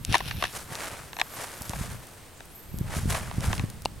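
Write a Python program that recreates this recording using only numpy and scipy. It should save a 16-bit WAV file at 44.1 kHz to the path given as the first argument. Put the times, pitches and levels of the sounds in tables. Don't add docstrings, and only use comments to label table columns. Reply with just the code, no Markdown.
import sys
import numpy as np
from scipy import signal
from scipy.fft import rfft, irfft
from scipy.io import wavfile
from scipy.ndimage import uniform_filter1d

SR = 44100
rng = np.random.default_rng(int(sys.argv[2]) if len(sys.argv) > 2 else 0)


def transcribe(signal):
    frames = np.atleast_2d(signal).T
    limited = np.clip(frames, -1, 1)
    pcm = np.round(limited * 32767).astype(np.int16)
    wavfile.write(sys.argv[1], SR, pcm)


N = 176400
T = np.arange(N) / SR

# f/Hz, relative level/dB
AIR_EQ = [(20, 4), (80, 4.5), (700, -7), (1500, -10.5), (6000, -18), (10000, -19), (15500, -22)]
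# peak t/s, rise/s, fall/s, level/dB, f/Hz
HIGH_RASPS = [(.34, 0.34, 0.32, -49, 12300), (1.64, 0.12, 0.27, -49, 12400), (2.376, 0.018, .04, -56, 7120)]
# t/s, f/Hz, level/dB
CHIRP_GLIDE = [(1.0, 12300, -73), (1.18, 11600, -52.5), (1.29, 13150, -54), (1.35, 12200, -45),
               (1.42, 11900, -97), (2.45, 9900, -73), (2.56, 12100, -49), (2.68, 11900, -57),
               (2.8, 12400, -53), (2.97, 11600, -82)]
# t/s, level/dB
WIND_RIDE = [(0, -33.5), (.05, -47), (.1, -26), (.2, -42), (.39, -35.5), (.52, -53), (.7, -42),
             (1.0, -53.5), (1.55, -57), (1.8, -34.5), (1.96, -37.5), (2.12, -68), (2.66, -58.5),
             (2.76, -30), (2.92, -32.5), (3.1, -23.5), (3.26, -34.5), (3.62, -28), (3.68, -41)]
# f/Hz, relative level/dB
WIND_EQ = [(25, -10.5), (45, 0), (70, -3), (105, 0.5), (160, -6), (230, -12.5), (330, -25.5), (600, -38),
           (2000, -51)]
# t/s, peak level before the low cut/dB
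EDDY_THUMPS = [(0.0922, -25.5), (0.116, -21), (0.263, -29), (0.384, -28), (0.93, -36.5), (1.613, -30.5),
               (1.698, -24.5), (1.812, -24.5), (2.743, -24), (2.812, -18.5), (2.967, -19.5), (3.057, -16.5),
               (3.383, -17), (3.6, -22.5), (3.64, -18.5)]
# t/s, peak level/dB, centre f/Hz
GRIT_CRACKS = [(0.0498, -10.5, 5060), (0.126, -13.5, 3670), (0.182, -15, 5470), (0.7538, -16.5, 3770),
               (0.8059, -22, 2020), (0.8714, -25, 2050), (1.6208, -16.5, 7200), (1.695, -15, 5400),
               (2.07, -27, 8500), (2.456, -30, 12300), (2.787, -18, 9600), (3.407, -20, 4360),
               (3.58, -19.5, 3430), (3.701, -23, 6650), (3.821, -25, 8400), (3.853, -14.5, 4470)]
# peak t/s, rise/s, fall/s, level/dB
FINGER_RUBS = [(0.142, 0.031, 0.037, -28), (0.287, 0.038, 0.041, -35), (0.432, 0.035, 0.048, -34)]
# f/Hz, relative level/dB, t60/s
CASE_MODES = [(338, -11.5, 0.025), (728, 2.5, 0.013), (985, 4.5, 0.0097), (1140, 2.5, 0.015),
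              (1690, 5.5, 0.0082), (1954, 5, 0.0038), (2680, 2, 0.0091), (3700, 1, 0.003),
              (4300, -2, 0.0039), (5550, -5.5, 0.0028), (10160, -8, 0.0005)]
# t/s, relative hollow level/dB, relative clack level/dB, rattle length/s
CASE_KNOCKS = [(0.1423, -7.5, -11.5, 0.0023), (0.151, -6, -9, 0.0045), (0.204, -18, -23, 0.0033),
               (0.31, -24, -19.5, 0.0024), (0.4235, -13, -17.5, 0.0025), (0.439, -14.5, -14, 0.003),
               (0.4512, -27, -19.5, 0.0041), (1.131, -31, -27.5, 0.00087), (1.167, -26.5, -29, 0.0011),
               (1.1875, -24, -26.5, 0.0017), (1.196, -20.5, -20, 0.006), (1.214, -13, -9.5, 0.0015),
               (1.4405, -26.5, -28, 0.0025), (1.733, -19, -31, 0.0029), (2.405, -30.5, -34.5, 0.0012),
               (3.146, -18.5, -23, 0.0035), (3.312, -24.5, -30, 0.00061), (3.5292, -15, -18, 0.0015),
               (3.595, -23.5, -23, 0.00088)]
# peak t/s, rise/s, fall/s, crunch level/dB, hiss level/dB
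SHOE_SCUFFS = [(0.566, 0.046, 0.051, -38, -37), (0.728, 0.02, 0.02, -36, -39),
               (0.808, 0.083, 0.17, -35.5, -39.5), (1.396, 0.11, 0.19, -41, -41.5),
               (1.832, 0.34, 0.22, -41.5, -43.5), (2.942, 0.066, 0.043, -35.5, -42.5),
               (2.977, 0.039, 0.068, -39.5, -37.5), (3.105, 0.015, 0.034, -30, -29.5),
               (3.148, 0.0093, 0.058, -29.5, -36), (3.26, 0.048, 0.26, -43.5, -47),
               (3.439, 0.021, 0.056, -36.5, -40), (3.527, 0.11, 0.11, -39, -43)]
# f/Hz, relative level/dB
CRUNCH_EQ = [(150, -11), (420, 1.5), (800, 1.5), (1400, 2), (1950, -0.5), (3000, -6.5), (6000, -18),
             (16000, -39)]
# f/Hz, relative level/dB
HISS_EQ = [(600, -44), (2000, -12.5), (5000, -9), (9800, -7), (12500, -13.5), (16000, -26)]
# f/Hz, level/dB, t60/s
SNAP_MODES = [(880, -10, 0.0094), (2820, -20.5, 0.015), (4330, -11.5, 0.0035), (8600, -19.5, 0.0025)]
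WIDTH_DB = {"sand": -10, "grit": -8, "case": -7, "wind": -3, "air": -7}

FINE_SAND, COARSE_GRAINS = (7600, 4.53), (1800, 3.05)
CASE_TOP_HZ, HIGH_CUT_HZ = 9000, 16100


def from_db(db):
    return 10 ** (np.asarray(db) / 20)


def unit_rms(x):
    return x / np.sqrt(np.mean(x ** 2) + 1e-20)


def automation(rows):
    times, *columns = np.transpose(rows)
    return [np.interp(T, times, column) for column in columns]


def butter(x, order, hz, kind):
    return signal.sosfilt(signal.butter(order, hz, kind, fs=SR, output="sos"), x)


def equalise(x, curve):
    hz, db = np.transpose(curve)
    f = np.maximum(np.arange(N // 2 + 1) * SR / N, 1)
    gain = from_db(np.interp(np.log(f), np.log(hz), db))
    return unit_rms(irfft(rfft(x) * gain, N))


def drift(rate_hz):
    f = np.arange(N // 2 + 1) * SR / N
    return unit_rms(irfft(rfft(rng.standard_normal(N)) / (1 + (f / rate_hz) ** 2), N))


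def stereo(pair, source):
    mid, side = pair
    width = from_db(WIDTH_DB[source])
    return (mid + width * side * np.array([[1], [-1]])) / np.sqrt(1 + width ** 2)


def swell(peak_s, rise, fall):
    return from_db(-10 * np.maximum((peak_s - T) / rise, (T - peak_s) / fall))


def grains(per_s, spread_db, max_spreads=4):
    size = from_db(spread_db * np.minimum(rng.exponential(1, N), max_spreads))
    hits = rng.random(N) < per_s / SR
    return unit_rms(hits * size * rng.choice([-1, 1], (2, N)))


def ring(x, hz, t60):
    r, w = from_db(-60 / (t60 * SR)), 2 * np.pi * hz / SR
    return signal.lfilter([0, np.sin(w)], [1, -2 * r * np.cos(w), r * r], x + 1e-18)


def add(out, start_s, sound):
    i = int(start_s * SR)
    out[:, i:i + sound.shape[1]] += sound[:, :N - i]


def open_air(level_db=-49):
    return from_db(level_db) * stereo(equalise(rng.standard_normal((2, N)), AIR_EQ), "air")


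def shrill(hz, width_hz, flutter_db=3.4):
    jitter = rng.standard_normal((2, N)) * np.sqrt(width_hz * SR / (2 * np.pi))
    pitch = hz + uniform_filter1d(jitter, size=14)
    tone = np.sin(2 * np.pi * np.cumsum(pitch, axis=1) / SR)
    return stereo(unit_rms(tone * from_db(flutter_db * drift(150))), "air")


def insects():
    rasps = sum(from_db(db) * swell(s, rise, fall) * shrill(hz, width_hz=1200)
                for s, rise, fall, db, hz in HIGH_RASPS)
    chirp_hz, chirp_db = automation(CHIRP_GLIDE)
    chirps = from_db(chirp_db) * shrill(chirp_hz, width_hz=380)
    trill = from_db(-63) * shrill(hz=8470, width_hz=360)
    return rasps + chirps + trill


def wind(lumps_db=3, swing_s=0.0013, lag_s=0.00042):
    level_db, = automation(WIND_RIDE)
    turbulence = rng.standard_normal((2, N)) * from_db(lumps_db * drift(19))
    mid, side = equalise(turbulence, WIND_EQ)
    side = butter(side, 1, 119, "high")
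    rumble = stereo([mid, side], "wind") * from_db(level_db)
    thumps = np.zeros(N)
    for s, db in EDDY_THUMPS:
        swing = (T - s) / swing_s
        thumps -= from_db(db) * swing * np.exp(1 - np.minimum(np.abs(swing), 100))
    left, right = rumble + butter(thumps, 2, 70, "high")
    return np.array([np.interp(T - lag_s, T, left), right])


def grit(splinter_db=-21.5, splinter_s=0.0016, band_ratio=1.78):
    out, t = np.zeros((2, N)), T[:SR // 50]
    for s, db, hz in GRIT_CRACKS:
        crack = from_db(splinter_db) * rng.standard_normal((2, len(t))) * np.exp(-t / splinter_s)
        crack[0, 0] += 1
        band = [hz / band_ratio, min(hz * band_ratio, HIGH_CUT_HZ)]
        tick = stereo(butter(crack, 2, band, "band"), "grit")
        add(out, s, from_db(db) * tick / np.abs(tick).max())
    return out


def rubs(damped_t60=0.003):
    pressure = sum(from_db(db) * swell(s, rise, fall) for s, rise, fall, db in FINGER_RUBS)
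    slips = grains(*COARSE_GRAINS)
    body = sum((-1) ** k * from_db(db) * ring(slips, hz, damped_t60)
               for k, (hz, db, _) in enumerate(CASE_MODES))
    return pressure * stereo(unit_rms(body), "case")


def knocks(trim_db=-21, tail_db=-24, tail_s=0.007, hollow_below_hz=1400, spread_db=1.5):
    out, t = np.zeros((2, N)), T[:SR // 12]
    for s, hollow_db, clack_db, rattle_s in CASE_KNOCKS:
        force = np.exp(-(t / rattle_s) ** 2 / 2) + from_db(tail_db) * np.exp(-t / tail_s)
        chatter = np.diff(force * rng.standard_normal((2, len(t))), prepend=0)
        knock = 0
        for k, (hz, mode_db, t60) in enumerate(CASE_MODES):
            mode = np.array([unit_rms(ring(stream, hz, t60)) for stream in chatter])
            strike_db = hollow_db if hz < hollow_below_hz else clack_db
            gain = from_db(strike_db + mode_db + spread_db * rng.standard_normal((2, 1)))
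            knock += (-1) ** k * gain * mode
        add(out, s, from_db(trim_db) / 2 * stereo(knock, "case"))
    return butter(out, 1, CASE_TOP_HZ, "low")


def pebbles(stones=14, t60_cycles=12):
    hits = grains(per_s=260, spread_db=3, max_spreads=3)
    struck = rng.integers(0, stones, N)
    pitches = np.geomspace(600, 2600, stones)
    return unit_rms(sum(ring(hits * (struck == k), hz, t60_cycles / hz) for k, hz in enumerate(pitches)))


def scuffs(pebble_db=-4, waver_db=1.6):
    crunch_power = hiss_power = 0
    for s, rise, fall, crunch_db, hiss_db in SHOE_SCUFFS:
        stroke = swell(s, rise, fall)
        crunch_power += (from_db(crunch_db) * stroke) ** 2
        hiss_power += (from_db(hiss_db) * stroke) ** 2
    gravel = equalise(grains(*COARSE_GRAINS), CRUNCH_EQ)
    crunch = np.sqrt(crunch_power) * unit_rms(gravel + from_db(pebble_db) * pebbles())
    hiss = np.sqrt(hiss_power) * equalise(grains(*FINE_SAND), HISS_EQ)
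    return stereo((crunch + hiss) * from_db(waver_db * drift(28)), "sand")


def snap(at_s=3.8572):
    blow = np.zeros(N)
    blow[int(at_s * SR)] = 1
    body = sum(from_db(db) * ring(blow, hz, t60) for hz, db, t60 in SNAP_MODES)
    return butter(body, 1, CASE_TOP_HZ, "low")


def scene():
    hand_pan = from_db([[0.75], [-0.75]])
    handling = (knocks() + snap() + rubs()) * hand_pan
    return scuffs() + grit() + handling + wind() + open_air() + insects()


def record(dry):
    return signal.sosfilt(signal.ellip(10, .1, 80, HIGH_CUT_HZ, fs=SR, output="sos"), dry)


dry = scene()
out = record(dry)
transcribe(out)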